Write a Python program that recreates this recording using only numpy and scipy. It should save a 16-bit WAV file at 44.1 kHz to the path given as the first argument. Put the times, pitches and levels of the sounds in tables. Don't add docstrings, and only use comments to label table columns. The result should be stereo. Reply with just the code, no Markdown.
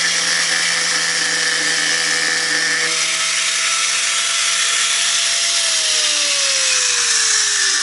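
import sys
import numpy as np
from scipy import signal
from scipy.fft import rfft, irfft, next_fast_len
from scipy.io import wavfile
from scipy.ndimage import uniform_filter1d

SR = 44100
rng = np.random.default_rng(int(sys.argv[2]) if len(sys.argv) > 2 else 0)


def to_wav(sig):
    pcm = np.clip(np.atleast_2d(sig), -1, 1) * 32767
    pcm = np.round(pcm).astype(np.int16)
    wavfile.write(sys.argv[1], SR, pcm.T)


N = 344853
T = np.arange(N) / SR
FREE_HZ = 174.1

# (time [s], speed lost [turns/s])
STONE_DRAG = [(0, 4.1), (0.25, 4.2), (1, 7.2), (1.5, 10.3), (2, 9.3), (2.4, 10.1), (2.87, 11.9)]
SINCE_RELEASE = np.maximum(T - STONE_DRAG[-1][0], 0)
# (frequency [Hz], left minus right [dB])
BALANCE_BESIDE = [(60, 7), (110, -1), (190, -1), (350, 13.5), (630, 12.5), (1120, 6.5), (2020, 7.5),
                  (3620, 2.5), (6510, 0.5), (11700, 0)]
BALANCE_FRONT = [(60, 7), (110, 16), (190, 7), (350, -14), (630, -5), (1120, 0), (2020, -4.5), (3620, -2),
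                 (6510, -3), (11700, 0)]


def gain_of(db):
    return 10 ** (np.asarray(db) / 20)


def follow(rows, t=T):
    times, *columns = np.transpose(rows)
    return [np.interp(t, times, column) for column in columns]


def spectrum_at(points, hz):
    f, value = np.transpose(points)
    return np.interp(np.log(hz + 1), np.log(f + 1), value)


def peaks(rows, at):
    return sum(height / (1 + (2 * (at - centre) / width) ** 2) for centre, width, height in rows)


def unit_rms(x):
    return x / np.sqrt(np.mean(x ** 2) + 1e-20)


def levelled(x, size=1600):
    power = uniform_filter1d(uniform_filter1d(x ** 2, size), size)
    return x / np.sqrt(abs(power) + np.mean(x ** 2) / 20)


def drift(hz):
    size = N // 32
    f = np.fft.rfftfreq(size, 32 / SR)
    slow = irfft(rfft(rng.standard_normal(size)) * np.exp(-(f / hz) ** 2), size)
    return np.interp(T, np.arange(size) * 32 / SR, unit_rms(slow))


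def mottle(shape, frames, bins):
    slow = uniform_filter1d(rng.standard_normal(shape), frames, axis=0)
    return unit_rms(uniform_filter1d(slow, bins, axis=1))


def panned(x, left_db):
    right = 2 / (1 + gain_of(left_db))
    return np.array([(2 - right) * x, right * x])


def beside(x):
    bins = rfft(x, next_fast_len(N, True))
    hz = np.linspace(0, SR / 2, len(bins))
    return irfft(panned(bins, spectrum_at(BALANCE_BESIDE, hz)))[:, :N]


def balance_db(hz, front):
    return (1 - front) * spectrum_at(BALANCE_BESIDE, hz) + front * spectrum_at(BALANCE_FRONT, hz)


def facing(t=T):
    # (time [s], side heard [0 at the stone, 1 free, 2 tilted, 3 vents near])
    poses = [(2.8, 0.5), (3.1, 1), (4.9, 1), (5.4, 2.02), (6.3, 2), (7.05, 2.5)]
    pose = follow(poses, t)[0]
    return np.maximum(1 - abs(pose[:, None] - np.arange(4)), 0)


def speed_lost(recovery_s=0.95):
    return follow(STONE_DRAG)[0] * np.exp(-SINCE_RELEASE / recovery_s)


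def wheel_speed(off_s=5.555, coast_s=7.6, friction_hz_per_s=16.2):
    friction = friction_hz_per_s * coast_s
    air_decay = np.exp(-np.maximum(T - off_s, 0) / coast_s)
    return (FREE_HZ - speed_lost() + friction) * air_decay - friction


def rush_spectrum(t, hz, echo_share=0.66):
    # (frequency [Hz], relative density [dB])
    at_stone = [(30, -27), (157, -16.5), (514, -8.5), (980, -12.5), (1150, -4.5), (1520, -12), (1950, 3.5),
                (2300, -3), (2600, -12.5), (3200, -7.5), (4100, -4.5), (4900, 2.5), (5700, -2),
                (6400, -8.5), (8000, -9.5), (8900, -12), (11000, -10)]
    free = [(18, -68), (30, -35), (314, -20.5), (382, -32), (489, -11.5), (611, -21), (658, -11.5),
            (726, -18), (1000, -14), (1310, -2), (1560, -5.5), (2050, -0.5), (4410, -3.5), (5930, -2),
            (11000, -6.5), (14300, -42), (22000, -120)]
    tilted = [(18, -65), (30, -32), (157, -26.5), (227, -33.5), (298, -21), (392, -27.5), (596, -18),
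              (691, -21.5), (1720, -6.5), (2380, -11), (2760, -5), (4520, -2), (5370, -1), (9030, -10.5),
              (11000, -8), (14300, -40), (22000, -120)]
    vents = [(18, -64), (30, -30), (106, -22), (173, -21.5), (864, -24.5), (1160, -3.5), (1250, -6.5),
             (1720, 0), (2050, -9), (2500, -14), (3800, -9), (4520, -9), (5650, 0), (10200, -14.5),
             (11000, -25), (14300, -46), (22000, -120)]
    # (frequency [Hz], width [Hz], lift before echo_share [dB])
    stone_echoes = [(1170, 52, -7), (2300, 130, 5), (2450, 66, -11), (2600, 240, -5.5), (3660, 360, -11.5),
                    (4600, 66, -12), (5370, 160, 1), (6160, 350, -6), (8600, 200, 6), (9400, 110, -4)]
    free_echoes = [(1590, 60, -2), (1800, 120, 5.5), (1890, 60, -9), (2100, 400, -2), (2570, 150, -1),
                   (3680, 87, 10.5), (3920, 110, 0), (4100, 250, -3), (5900, 180, 6.5), (9000, 480, -7)]
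    tilted_echoes = [(1300, 60, 1), (1600, 110, -6), (1740, 81, -0.5), (2080, 95, 3.4), (2370, 110, 0.5),
                     (2750, 92, 2), (4570, 270, -13), (5330, 390, -3), (8270, 110, 1), (9000, 380, -6)]
    vent_echoes = [(1540, 250, 6.5), (2020, 120, -11), (2420, 65, -16), (2630, 90, -5), (3680, 170, 9),
                   (4530, 350, -1), (5550, 200, 4), (5900, 110, -6), (7900, 110, 7), (10700, 110, -8)]
    # (frequency [Hz],
    # width [Hz], lift on each of the four sides [dB])
    resonances = [(1730, 90, 2, 3, 2, 2), (2150, 270, 1, -2.5, 3, -2), (5680, 600, 4.5, 1.2, 1.7, 2)]
    # (time [s], frequency [Hz], lift [dB])
    guard = [(0, 3230, 8.5), (1.1, 3110, 3.5), (2.9, 3010, 4.5), (3.6, 3230, 3.5), (4.4, 3380, 9.5),
             (5.5, 3360, 2), (6.35, 2580, 6.5), (6.9, 2460, 15.5), (7.82, 2300, -4)]
    # (time [s], duration [s], frequency [Hz], width [Hz], lift [dB])
    band_swells = [(3.74, 1.7, 2180, 480, 7.5), (6.4, 0.25, 5100, 430, 2), (6.87, 0.4, 6030, 220, 5),
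                   (7.32, 0.6, 6600, 540, 3.5), (7.3, 0.49, 5530, 200, 2.5), (7.2, .35, 8200, 700, 0.5),
                   (7.7, 0.5, 1755, 63, 12)]
    # (time [s], lift [dB])
    treble = [(0, -2), (5.8, 0), (6.2, -1.5), (6.77, 1), (6.95, 0.5), (7.1, 1.5), (7.82, 0)]
    # (time [s], relative level [dB])
    loudness = [(0, -18), (.9, -18.5), (1.5, -20.5), (1.95, -19), (2.3, -20.6), (2.8, -21.5), (2.92, -19.5),
                (4.1, -18), (6, -16.5), (7.3, -16), (7.65, -16.5), (7.82, -17.5)]
    share = facing(t)
    sides = [(at_stone, stone_echoes), (free, free_echoes), (tilted, tilted_echoes), (vents, vent_echoes)]
    colour = share @ np.array([spectrum_at(side, np.minimum(hz, 10500)) + echo_share * peaks(echoes, hz)
                               for side, echoes in sides])
    for centre, width, *lifts in resonances:
        colour += peaks([(centre, width, (share @ lifts)[:, None])], hz)
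    guard_hz, guard_db = follow(guard, t[:, None])
    colour += peaks([(guard_hz, 175, guard_db)], hz)
    for time, length, centre, width, lift in band_swells:
        swell_db = peaks([(time, length, lift)], t[:, None])
        colour += peaks([(centre, width, swell_db)], hz)
    middle_band = (hz > 2600) & (hz < 7000)
    middle_db = 10 * np.log10((gain_of(colour)[:, middle_band] ** 2).sum(1))
    colour += np.outer(follow(treble, t)[0], spectrum_at([(6000, 0), (7800, 1)], hz))
    return colour + (follow(loudness, t)[0] - middle_db)[:, None]


def fan_rush(turns, patchy_db=1.0, ripple_db=1.47, flicker_db=0.79, scrape_depth=0.4):
    # (frequency [Hz], correlation [0 to 1])
    correlation = [(40, 0.97), (120, 0.18), (300, 0.66), (700, 0.63), (1500, 0.98), (5000, 1), (8000, 0.9),
                   (11000, 0.81)]
    t = np.arange(N // 256 + 5) * 256 / SR
    hz = np.fft.rfftfreq(1024, 1 / SR)
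    noise = rng.standard_normal((4, len(t), len(hz)))
    left, independent = noise[::2] + 1j * noise[1::2]
    likeness = spectrum_at(correlation, hz)
    right = likeness * left + np.sqrt(1 - likeness ** 2) * independent
    colour = rush_spectrum(t, hz) + patchy_db * mottle(left.shape, frames=10, bins=8)
    colour += ripple_db * mottle(left.shape, frames=90, bins=3)
    spectra = np.array([left, right]) * panned(gain_of(colour), balance_db(hz, facing(t)[:, -1:]))
    air = signal.istft(spectra.swapaxes(1, 2), nperseg=1024, noverlap=768)[1][:, :N]
    scrape = scrape_depth * facing()[:, 0] * np.cos(2 * np.pi * turns)
    hiss = signal.sosfiltfilt(signal.butter(2, 4200, "high", fs=SR, output="sos"), air)
    return (air + hiss * scrape) * gain_of(flicker_db * drift(79))


def wheel_hum(speed, turns, fade_s=0.58, db_per_octave=7.5, waver_db=1, flutter_db=3):
    # (base level running free [dB], base level against the stone [dB])
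    harmonics = [(-59.5, -44), (-65, -60.5), (-60, -54)]
    # (frequency [Hz], width [Hz], lift [dB])
    housing_modes = [(123, 26, 5.5), (300.6, 32.6, 23.5), (464, 53, 19), (386.9, 45, 17)]
    # (time [s], duration [s], lift of 2nd [dB], lift of 3rd [dB])
    growls = [(2.6, 0.24, 12, -7), (2.87, 0.1, 15, 15.5)]
    loaded = np.exp(-SINCE_RELEASE / fade_s)
    slowing_db = db_per_octave * np.log2(speed / FREE_HZ)
    lines = []
    for k, (free_db, loaded_db) in enumerate(harmonics, 1):
        db = free_db + (loaded_db - free_db) * loaded + k * slowing_db + peaks(housing_modes, k * speed)
        if k == 1:
            db += waver_db * drift(16)
        else:
            db += flutter_db * drift(9.6)
            db += peaks([(time, length, lifts[k - 2]) for time, length, *lifts in growls], T)
        lines.append(np.sqrt(2) * gain_of(db) * np.sin(2 * np.pi * (k * turns + rng.random())))
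    return panned(lines[0], left_db=-5) + beside(sum(lines[1:]))


def motor_whine(speed, turns, gear_ratio=3.92, load_db_per_hz=0.36, rough_db=2.5, flutter_rad=0.4):
    # (base level at the stone [dB], free [dB], tilted [dB], vents near [dB])
    harmonics = [(-57, -46.5, -39.5, -47.5), (-47.5, -34.5, -40.5, -60), (-41.5, -44, -40, -50),
                 (-48, -55, -47, -49), (-47, -35.5, -39, -40), (-50, -47, -39.5, -39), (-59, -52, -41, -44),
                 (-46, -35, -35, -40.5), (-45, -42, -41, -29)]
    # (frequency [Hz], width [Hz], lift [dB])
    motor_mode = [(543, 104, 7)]
    # (time [s], duration [s], lift of 1st [dB], lift of 2nd [dB])
    swells = [(2.88, 0.22, 4.5, 1), (3.77, 0.12, 1, 7), (4.55, 0.15, 2.5, 4.5), (6.4, .2, -1, 6)]
    first_swell, second_swell = (
        peaks([(time, length, lifts[k]) for time, length, *lifts in swells], T) for k in range(2))
    angle = 2 * np.pi * (gear_ratio * turns + 0.016 * drift(24))
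    share = facing()
    whine = np.zeros((2, N))
    for k, by_side in enumerate(harmonics, 1):
        if k == 1:
            lift_db = load_db_per_hz * speed_lost() + peaks(motor_mode, gear_ratio * speed)
            lift_db += first_swell + drift(22)
            phase = angle
        else:
            lift_db = rough_db * drift(29) + (k == 2) * second_swell - 1
            phase = k * angle + flutter_rad * drift(35)
        line = np.sqrt(2) * gain_of(share @ by_side + lift_db) * np.sin(phase)
        whine += panned(line, balance_db(k * gear_ratio * FREE_HZ, share[:, -1]))
    return whine


def bite(start, length, grab_s=0.023, release_s=0.035, arch_db=1.5):
    edges = np.clip(0.5 + np.minimum((T - start) / grab_s, (start + length - T) / release_s), 0, 1)
    arch = np.sin(np.pi * np.clip((T - start) / length, 0, 1)) - 2 / np.pi
    return edges * gain_of(arch_db * arch)


def ring(force, modes):
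    t = np.arange(4096) / SR
    response = np.zeros_like(t)
    for k, (hz, width, db) in enumerate(modes):
        envelope = gain_of(db) * width * np.exp(-np.pi * width * t)
        response += (-1) ** k * envelope * np.cos(2 * np.pi * hz * t)
    return signal.oaconvolve(force, response)[:N]


def stone_chatter(turns, jitter_s=0.00016, uneven_db=0.6, grit=0.05, grit_s=0.0013, tumble=0.81):
    # (start [s], duration [s], wheel ring [dB], body thud before trim [dB], hop [turns])
    bites = [(.035, 0.054, -20.5, -39, 1), (0.146, 0.074, -26, -38, 3), (0.236, 0.058, -24.5, -36, 3),
             (0.292, 0.13, -22.5, -39.5, 2), (0.502, 0.12, -22.5, -34, 2), (0.669, 0.1, -24.5, -42, 2),
             (0.764, 0.12, -26.5, -37, 2), (.905, 0.1, -23.5, -35.5, 2), (1.005, 0.2, -25, -38, 2),
             (1.204, .21, -22.5, -35, 1.3), (1.413, 0.16, -21, -36.5, 1.3), (1.575, 0.083, -23, -32, 1.3),
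             (1.658, 0.092, -21, -32.5, 1.3), (1.757, 0.293, -22.5, -34.5, 2), (2.06, 0.16, -22, -34, 2),
             (2.223, 0.13, -20.5, -32.5, 2), (2.345, 0.16, -24, -34.5, 1.1), (2.504, 0.1, -20, -31, 1),
             (2.609, 0.19, -20, -35.5, 1), (2.807, 0.069, -21.5, -33, 1)]
    # (frequency [Hz], bandwidth [Hz], relative level [dB])
    wheel_modes = [(1320, 29, -64), (1773, 112, 14.5), (1870, 330, -3), (3000, 150, -16), (5400, 240, -20),
                   (5680, 270, -16), (9400, 170, -33)]
    body_modes = [(297.3, 9.5, 4.5), (502.6, 23, -3), (751, 17.5, -1.5), (817, 89, -13.5)]
    start, length, ring_db, thud_db, hops = np.transpose(bites)
    passes = np.interp(np.arange(1, turns[-1]), turns, T)
    passes = passes[(passes > start[0]) & (passes < start[-1] + length[-1])]
    hop = hops[np.searchsorted(start, passes) - 1]
    blows, k = np.zeros(N), 0
    while k < len(passes):
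        late, size, flight = rng.standard_normal(3)
        blows[round((passes[k] + jitter_s * late) * SR)] = gain_of(uneven_db * size)
        k += max(1, round(hop[k] + 0.22 * flight))
    bursts = signal.lfilter([1], [1, -np.exp(-1 / (grit_s * SR))], blows + 1e-12)
    force = blows + grit * bursts * rng.standard_normal(N)
    contact = np.array([bite(time, held) for time, held in zip(start, length)])
    wheel = gain_of(ring_db) @ contact * levelled(ring(force, wheel_modes))
    shake = force * (1 + tumble * drift(120))
    body = gain_of(thud_db - 1) @ contact * levelled(ring(shake, body_modes))
    return beside(wheel + body)


def scene():
    speed = wheel_speed()
    turns = np.cumsum(speed) / SR
    return fan_rush(turns) + wheel_hum(speed, turns) + motor_whine(speed, turns) + stone_chatter(turns)


def record(dry):
    low_pass = signal.firwin(1023, 11080, window=("kaiser", 9), fs=SR)
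    return signal.oaconvolve(dry, low_pass[None], "same")


dry = scene()
out = record(dry)
to_wav(out)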